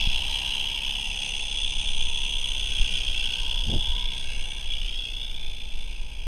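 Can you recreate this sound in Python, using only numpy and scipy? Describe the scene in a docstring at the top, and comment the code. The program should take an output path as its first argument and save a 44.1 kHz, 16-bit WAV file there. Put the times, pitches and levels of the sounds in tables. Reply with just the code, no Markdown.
"""In a garden, a small geared steam engine runs along its track close by and draws away into a shed.
Its crank spins fast: two uneven exhaust puffs a turn chop noise into a buzz, which rings in resonances.
The ground and nearby surfaces add short, sliding echoes; the frame hums at multiples of the crank speed.
Wind buffets and scuffs the microphone, the carrying hand bumps it, and narrow gaps darken the treble."""
import sys
import numpy as np
from scipy import signal
from scipy.fft import rfft, irfft, next_fast_len
from scipy.io import wavfile
from scipy.ndimage import map_coordinates

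SR = 44100
rng = np.random.default_rng(int(sys.argv[2]) if len(sys.argv) > 2 else 0)


def digitize_waveform(pressure):
    """Quantize a signal to 16-bit integers and store it at the path in sys.argv[1].

    Rows of a 2-D input are taken as channels; values are limited to [-1, 1].
    """
    field = np.atleast_2d(pressure).T
    bounded = np.clip(field, -1, 1)
    quanta = np.round(bounded * 32767).astype(np.int16)
    wavfile.write(sys.argv[1], SR, quanta)


N = 276487

# Widths of resonances below are those of one section; each section is applied twice.
# Crank speed: (time [s], speed [turns/s])
CRANK_SPEED = [(0, 32.91), (1.28, 34.14), (1.78, 33.09), (2.47, 33.54), (2.51, 32.48), (3.19, 31.22),
               (4.29, 32.77), (5.25, 30.78), (5.53, 28.94), (6.27, 29.23)]
START_TURNS = .31   # crank position at the start
# Exhaust port over one turn, at full depth: (share of turn [0-1], level [dB])
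PORT_OPENING = [(0, -12), (.03, -3.5), (.1, 2), (.18, .5), (.3, -2), (.36, -7), (.45, -25), (.5, -4),
                (.575, 3), (.7, .5), (.775, -4), (.85, -12), (.95, -32), (1, -12)]
# How deeply the port chops the flow as heard: (time [s], share of full depth [0-1])
CHOP_DEPTH = [(0, 0.62), (1.5, 0.7), (3, 0.7), (4.2, 0.7), (5, 0.66), (6.27, 0.5)]
CHOP_WAVER = .06   # random share added to or taken from the depth
# Surfaces near the engine that echo for a while:
# (time of strongest echo [s], delay [ms], change of delay [ms/s], strength [0-1], length [s])
REFLECTORS = [(0.717, 1.03, -0.075, 0.2, 1.5), (2.047, 0.308, -0.0034, 1, 2.43),
              (3.747, 0.603, -0.25, 0.34, 0.92), (4.4, 1.764, -0.54, 0.4, 0.45),
              (5.048, 1.495, -0.62, 0.59, 0.67), (5.16, 0.643, -0.42, 0.4, 0.7)]
ECHO_DULL_HZ = 4830   # rough gravel scatters the treble
LEAVES_S, CLOSING_PER_S = 3.3, .22   # from then the engine draws away; decay rate of the echo delays
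# Exhaust turning towards and away from the microphone:
# (time [s], body level [dB], edge level [dB], sizzle level [dB], spray level [dB])
EXHAUST_LEVELS = [(0, -30, -41.5, -39.5, -48), (0.2, -35.5, -41.5, -44.5, -44.5),
                  (.6, -35, -43, -45.5, -45), (.8, -35, -48.5, -45.5, -48), (1.2, -36.5, -49.5, -45.5, -43),
                  (1.6, -38.5, -45.5, -45, -42.5), (2.0, -39, -48.5, -46.5, -43),
                  (2.5, -39, -49, -48.5, -44), (2.9, -36, -47.5, -42.5, -43.5),
                  (3.15, -37.5, -48, -43.5, -45.5), (3.5, -39, -47, -45, -48.5),
                  (3.8, -39.5, -51.5, -47.5, -48), (4.1, -38.5, -49.5, -50, -52.5),
                  (4.2, -42, -49, -47.5, -46.5), (4.31, -39, -50, -50, -49.5),
                  (4.5, -39.5, -52, -54, -46.5), (4.63, -42, -50, -52, -50.5),
                  (4.7, -38.5, -52, -52, -51.5), (4.9, -40.5, -55, -50, -51.5),
                  (4.99, -45, -57, -51, -53.5), (5.09, -42.5, -55, -51.5, -53),
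                  (5.22, -44.5, -63, -54.5, -54.5), (5.4, -44.5, -55, -55, -55.5),
                  (5.8, -46, -54.5, -56.5, -55.5), (6.2, -45.5, -60, -58, -57)]
# Wandering broad body of the hiss: (time [s], centre [Hz], width [Hz])
BODY_PATH = [(0, 2790, 483), (.7, 2810, 490), (1.3, 2785, 483), (2, 2766, 515), (2.6, 2830, 467),
             (3.1, 2730, 510), (3.5, 2800, 468), (3.95, 2880, 490), (4.2, 2730, 496), (4.35, 2770, 380),
             (4.6, 2810, 450), (4.78, 2920, 400), (4.92, 2830, 380), (5.05, 2690, 380), (5.18, 2740, 420),
             (5.4, 2750, 540), (5.8, 2800, 584), (6.27, 2700, 593)]
# Lower flank of the body: (centre [Hz], width [Hz], level [dB])
UNDERTONE = [(2279, 415, 0)]
UNDERTONE_DB = -12   # relative to the body
# Upper edge of the body: (centre [Hz], width [Hz], level [dB])
EDGE = [(3983, 440, 0)]
# Sizzle in the treble: (centre [Hz], width [Hz], level [dB])
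SIZZLE = [(5000, 1120, 12.5), (6080, 560, -12.5), (4415, 114, 7)]
# Fine spray above it: (centre [Hz], width [Hz], level [dB])
SPRAY = [(6080, 595, 2.5), (8260, 1100, -11), (8890, 700, -2.5), (9597, 510, -5)]
TREBLE_FILL_DB = -13   # steady hiss under edge, sizzle and spray
# Brightest ridge of the hiss: (time [s], centre [Hz], width [Hz], level [dB])
RIDGE = [(0, 3360, 350, -26), (.2, 3340, 350, -30.5), (.6, 3254, 402, -32), (.9, 3400, 400, -35),
         (1.25, 3400, 352, -37.5), (1.6, 3430, 330, -33.5), (2.1, 3374, 355, -34), (2.5, 3366, 360, -35),
         (3.0, 3300, 380, -32.5), (3.5, 3350, 350, -33), (3.72, 3385, 280, -31), (3.95, 3395, 260, -30.5),
         (4.2, 3430, 260, -33), (4.33, 3400, 350, -42), (4.42, 3300, 260, -36.5), (4.53, 3440, 300, -35),
         (4.64, 3310, 300, -40), (4.71, 3336, 220, -30), (4.84, 3370, 280, -36), (4.9, 3330, 280, -33),
         (5.0, 3380, 240, -30), (5.08, 3390, 280, -36), (5.18, 3410, 320, -34.5), (5.28, 3430, 340, -37.5),
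         (5.45, 3480, 280, -39), (5.7, 3400, 350, -40), (5.9, 3530, 400, -48), (6.05, 3360, 400, -46),
         (6.27, 3300, 400, -47)]
# Firebox and boiler: (time [s], roar level [dB], flue level [dB])
FIREBOX_LEVELS = [(0, -47.5, -57.5), (.4, -48, -52), (1.0, -51.5, -56), (1.6, -54, -54),
                  (2.1, -52.5, -55.5), (2.4, -54.5, -56), (2.8, -55.5, -50), (3.2, -56.5, -53),
                  (3.3, -55, -52), (3.45, -48, -58), (3.65, -53, -60), (3.76, -49, -61), (3.95, -49, -59.5),
                  (4.12, -52, -62), (4.25, -59, -59), (4.6, -55, -59.5), (4.9, -62, -63),
                  (5.2, -61.5, -67.5), (6.2, -62, -68.5)]
# Roar, sharper while the hand is near: (time [s], centre [Hz], width [Hz])
ROAR_PATH = [(0, 865, 234), (.6, 900, 234), (1.2, 840, 236), (2.4, 937, 234), (3, 870, 234),
             (3.3, 900, 200), (3.5, 933, 130), (3.64, 915, 170), (3.74, 830, 170), (3.86, 900, 130),
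             (3.95, 970, 140), (4.12, 954, 130), (4.22, 876, 234), (5, 845, 234), (6.27, 880, 234)]
# Resonances of the flues: (centre [Hz], width [Hz], level [dB])
FLUES = [(1548, 280, 9.8), (1920, 130, 3.5), (1200, 280, 1.1)]
# Thin leak of steam at the very top: (time [s], level [dB])
LEAK_LEVEL = [(0, -58), (.9, -59), (1.65, -71), (2.4, -64), (3.6, -62.5), (4.5, -68.5), (5.2, -66),
              (6.0, -71)]
# Resonances of the leak: (centre [Hz], width [Hz], level [dB])
LEAK_MODES = [(11520, 840, -7), (12400, 570, -14), (13300, 500, -20)]
# Hum of the frame: (multiple of crank speed, middle rms level before the fade [dB])
HUM = [(4, -59), (5, -66), (6, -63), (7, -68), (12, -71), (14, -68), (16, -70)]
HUM_FADE_DB_PER_S = 2   # once the engine draws away
# Slow swell of air on the microphone: (time [s], level [dB])
BUFFET_LEVEL = [(0, -23.5), (.3, -25), (.65, -29), (1.3, -32), (1.55, -29), (1.95, -25), (2.2, -30.5),
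                (2.6, -22.5), (3.1, -26.5), (3.4, -22), (3.62, -24), (3.85, -21.5), (4.05, -27), (4.5, -28),
                (4.7, -29), (5.5, -30), (6.2, -26.5)]
# Spectrum of the buffeting: (frequency [Hz], density [dB per Hz])
BUFFET_COLOUR = [(5.9, -17), (10, 9), (28, 0.5), (41, -6.5), (59, -12.5), (114, -33.5), (200, -52),
                 (260, -80), (440, -120)]
GUSTS_PER_S, GUSTS_DB = 5, 1.2   # chance gusts and lulls on top of the swell
# Rumble of wheels and garden: (time [s], level [dB])
RUMBLE_LEVEL = [(0, -48), (.9, -51), (2, -50.5), (3.3, -49), (5.0, -52), (6.2, -55)]
# Spectrum of the rumble: (frequency [Hz], density [dB per Hz])
RUMBLE_COLOUR = [(40, -5.5), (90, -2), (200, -7.5), (400, -11.5), (700, -13), (1100, -23.5), (2500, -25.5),
                 (9000, -97)]
# Bumps of the hand: (time [s], peak level [dB], length [ms], way [1 pushes in, -1 pulls out])
BUMPS = [(0.074, -20.5, 4.4, -1), (2.798, -25, 5.8, -1), (2.802, -19, 15.5, 1), (2.816, -12.5, 19, -1),
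         (2.945, -26, 11, 1), (3.682, -23, 5.1, -1), (3.696, -18, 4.4, -1), (3.709, -29, 4.6, -1),
         (3.718, -30, 11, -1), (3.731, -25, 13, 1), (3.743, -21, 8, -1), (3.751, -30, 4.3, -1),
         (3.765, -16.5, 16, 1), (3.789, -29, 5.6, -1)]
# Gusts scuffing across the microphone: (start [s], attack [s], hold [s], release [s], level [dB])
SCUFFS = [(2.91, 0.02, 0.018, 0.03, -43), (3.583, 0.053, 0.056, 0.03, -42.5),
          (3.652, 0.034, 0.023, 0.05, -34), (3.699, 0.04, 0.045, 0.033, -33.5)]
# Spectrum of a scuff: (frequency [Hz], density [dB per Hz])
SCUFF_COLOUR = [(30, -6), (70, -9), (150, -4.5), (250, -11), (400, -17), (650, -23), (1000, -37),
                (5000, -100)]
SCUFF_EDGE_DB = 26   # depth from which a scuff rises and to which it falls
SCUFF_LUMPS_PER_S, SCUFF_LUMPS_DB = 70, 4   # a scuff is lumpy
# Narrow dark gaps in the treble: (centre [Hz], width [Hz], level [dB])
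TREBLE_GAPS = [(7110, 230, -16), (10670, 890, -39), (10900, 800, -43)]
TOP_CUT_HZ = 14000   # 60 dB down from here up


def from_db(db):
    """Gain of a level in dB."""
    return 10 ** (np.asarray(db) / 20)


def rms_one(x):
    """Scaled to rms 1."""
    return x / np.sqrt(np.mean(x ** 2) + 1e-20)


def in_time(rows):
    """Each column of a curve over time, one value per sample."""
    s, *columns = np.transpose(rows)
    return [np.interp(np.arange(N) / SR, s, column) for column in columns]


def drift(rate):
    """Smooth chance wandering at about this rate per second; spread about 1."""
    knots = rng.standard_normal(int(N / SR * rate) + 4)
    return map_coordinates(knots, [1 + np.arange(N) / SR * rate], order=3)


def coloured(spectrum):
    """Noise with the given spectrum; rms 1."""
    hz, level_db = np.transpose(spectrum)
    size = next_fast_len(N)
    log_hz = np.log(np.arange(size // 2 + 1) * SR / size + 1e-3)
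    shape = from_db(np.interp(log_hz, np.log(hz), level_db))
    return rms_one(irfft(rfft(rng.standard_normal(size)) * shape, size)[:N])


def resonator(gain, r, hz):
    """One second-order resonance with pole radius r."""
    return [gain, 0, -gain, 1, -2 * r * np.cos(2 * np.pi * hz / SR), r * r]


def resonances(x, modes):
    """Parallel resonances, each applied twice for steep skirts, signs alternating; rms 1."""
    out = 0
    for k, (hz, width_hz, level_db) in enumerate(modes):
        r = np.exp(-np.pi * width_hz / SR)
        section = resonator((1 - r * r) / 2, r, hz)
        out = out + (-1) ** k * from_db(level_db) * signal.sosfilt([section, section], x)
    return rms_one(out)


def moving_resonance(x, hz, width_hz):
    """A double resonance whose centre and width follow curves, block by block; rms 1."""
    out, state = np.zeros(N), np.zeros((2, 2))
    radius = np.exp(-np.pi * np.clip(width_hz, 40, 2000) / SR)
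    for i in range(0, N, 512):
        r = radius[i]
        gain = (1 - r * r) ** .75   # keeps loudness even as the width changes
        section = resonator(gain, r, hz[i])
        out[i:i + 512], state = signal.sosfilt([section, section], x[i:i + 512], zi=state)
    return rms_one(out)


def puffs(turns, uneven_db, late_turns):
    """Steam flow through the port; each half turn has a chance strength and timing of its own."""
    half_turns = (2 * turns).astype(int)
    chance = rng.standard_normal((half_turns[-1] + 2, 2))
    middle = 2 * turns - .5
    strength, shift = (np.interp(middle, np.arange(len(chance)), c) for c in chance.T)
    share, opening_db = np.transpose(PORT_OPENING)
    depth = in_time(CHOP_DEPTH)[0] * (1 + CHOP_WAVER * drift(rate=10.0))
    opening = np.interp((turns + late_turns * shift) % 1, share, opening_db)
    return from_db(depth * opening + uneven_db * strength)


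def echo(x, delay_ms, strength):
    """A copy of the sound, late by a changing delay: the path to a surface and back changes."""
    late = map_coordinates(x, [np.arange(len(x)) - delay_ms * SR / 1000], order=3)
    return np.clip(strength, 0, 1) * late


def surroundings(jet):
    """Direct sound, dull close echoes that swell and fade, and faint wavering ones from passing objects."""
    low_pass = signal.butter(2, ECHO_DULL_HZ, fs=SR, output="sos")
    dull = signal.sosfiltfilt(low_pass, jet)
    heard, t = jet.copy(), np.arange(N) / SR
    for s, delay_ms, ms_per_s, strength, length in REFLECTORS:
        near = abs(t - s) < 1.5 * length
        since = t[near] - s
        swell = strength * np.exp(-.5 * (2 * since / length) ** 2)
        heard[near] += echo(dull[near], np.maximum(delay_ms + ms_per_s * since, 0), swell)
    closing = np.exp(-CLOSING_PER_S * np.maximum(t - LEAVES_S, 0))
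    for delay_ms in (1.5, 2.5, 4.0, 6.2):
        wandering_ms = delay_ms * closing * (1 + 0.07 * drift(rate=2.5))
        heard += echo(dull, wandering_ms, 0.12 + 0.07 * drift(rate=3.0))
    return heard


def blast(heard, steady):
    """Hiss of the exhaust jet: broad body, edge, sizzle, spray and a bright wandering ridge."""
    body_db, *treble_db = in_time(EXHAUST_LEVELS)
    # the moving body is opposite in sign to its neighbours, so they blend without hollows
    undertone = from_db(UNDERTONE_DB) * resonances(heard, UNDERTONE)
    body = undertone - moving_resonance(heard, *in_time(BODY_PATH))
    out = from_db(body_db) * body
    filled = heard + from_db(TREBLE_FILL_DB) * steady
    for level_db, modes in zip(treble_db, (EDGE, SIZZLE, SPRAY)):
        out = out + from_db(level_db) * resonances(filled, modes)
    ridge_hz, ridge_width_hz, ridge_db = in_time(RIDGE)
    return out + from_db(ridge_db) * moving_resonance(heard, ridge_hz, ridge_width_hz)


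def firebox(heard, steady):
    """Puffs and the steady burner ring in a moving roar and in the fixed resonances of the flues."""
    roar_db, flue_db = in_time(FIREBOX_LEVELS)
    roar = moving_resonance(heard + from_db(0.5) * steady, *in_time(ROAR_PATH))
    flues = resonances(heard + from_db(-21.0) * steady, FLUES)
    return from_db(roar_db) * roar + from_db(flue_db) * flues


def leak(heard, steady):
    """Thin steam leak: puffs and steady hiss in resonances at the very top."""
    return from_db(in_time(LEAK_LEVEL)[0]) * resonances(heard + from_db(-3.0) * steady, LEAK_MODES)


def exhaust(turns):
    """Turbulent steam gated by the port, echoed, then rung in the resonances."""
    flow = puffs(turns, uneven_db=0.96, late_turns=0.0034)
    # wet steam sputters: the flow flickers within each puff
    sputter_db = rms_one(signal.lfilter([1], [1, -.97], rng.standard_normal(N)))
    heard = surroundings(flow * from_db(sputter_db) * rng.standard_normal(N))
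    # burner and leaks blow steadily and fill the gaps between the puffs
    steady = rng.standard_normal(N)
    return blast(heard, steady) + firebox(heard, steady) + leak(heard, steady)


def hum(turns):
    """The frame hums at multiples of the crank speed, wavering, and fades as the engine leaves."""
    away_s = np.maximum(np.arange(N) / SR - LEAVES_S, 0)
    tones = 0
    for multiple, level_db in HUM:
        level = np.sqrt(2) * from_db(level_db + 3.9 * drift(rate=5.0))   # rms to peak
        tones = tones + level * np.sin(2 * np.pi * multiple * turns + 0.35 * drift(rate=6.0))
    return from_db(-HUM_FADE_DB_PER_S * away_s) * tones


def wind_buffet():
    """Air pressing on the microphone: deep noise with a slow swell and chance gusts."""
    level_db = in_time(BUFFET_LEVEL)[0] + GUSTS_DB * drift(GUSTS_PER_S)
    return from_db(level_db) * coloured(BUFFET_COLOUR)


def rumble():
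    """Wheels and garden: low coloured noise whose level follows a slow curve."""
    return from_db(in_time(RUMBLE_LEVEL)[0]) * coloured(RUMBLE_COLOUR)


def hand_bumps():
    """Each bump moves the diaphragm once, in or out, as a rounded pulse."""
    t = np.arange(N) / SR
    out = np.zeros(N)
    for s, peak_db, length_ms, way in BUMPS:
        spread_s = length_ms / 1000 / 4
        out += way * from_db(peak_db) * np.exp(-.5 * ((t - s) / spread_s) ** 2)
    return out


def scuffs():
    """Rough edge of the gusts: lumpy noise with attack, hold and release straight in dB."""
    t = np.arange(N) / SR
    level = np.zeros(N)
    for *times, level_db in SCUFFS:
        corners_db = [-SCUFF_EDGE_DB, 0, 0, -SCUFF_EDGE_DB]
        # start and durations add up to the corner times; practically silent outside
        level += from_db(level_db + np.interp(t, np.cumsum(times), corners_db, -200, -200))
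    lumps = from_db(SCUFF_LUMPS_DB * drift(SCUFF_LUMPS_PER_S))
    return level * lumps * coloured(SCUFF_COLOUR)


def scene():
    """Engine, garden, wind and hand at one microphone."""
    turns = START_TURNS + np.cumsum(in_time(CRANK_SPEED)[0]) / SR
    engine = exhaust(turns) + hum(turns)
    return (engine + wind_buffet() + rumble() + hand_bumps() + scuffs())[None]


def record(dry):
    """Notches leave narrow dark gaps in the treble, then a steep low-pass cuts the top."""
    for hz, width_hz, depth_db in TREBLE_GAPS:
        middle = -2 * np.cos(2 * np.pi * hz / SR)
        wide = np.tan(np.pi * width_hz / SR)
        left = wide * from_db(depth_db)   # what remains at the centre
        dry = signal.lfilter([1 + left, middle, 1 - left], [1 + wide, middle, 1 - wide], dry)
    return signal.sosfilt(signal.cheby2(20, 60, TOP_CUT_HZ, fs=SR, output="sos"), dry)


dry = scene()
out = record(dry)
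digitize_waveform(out)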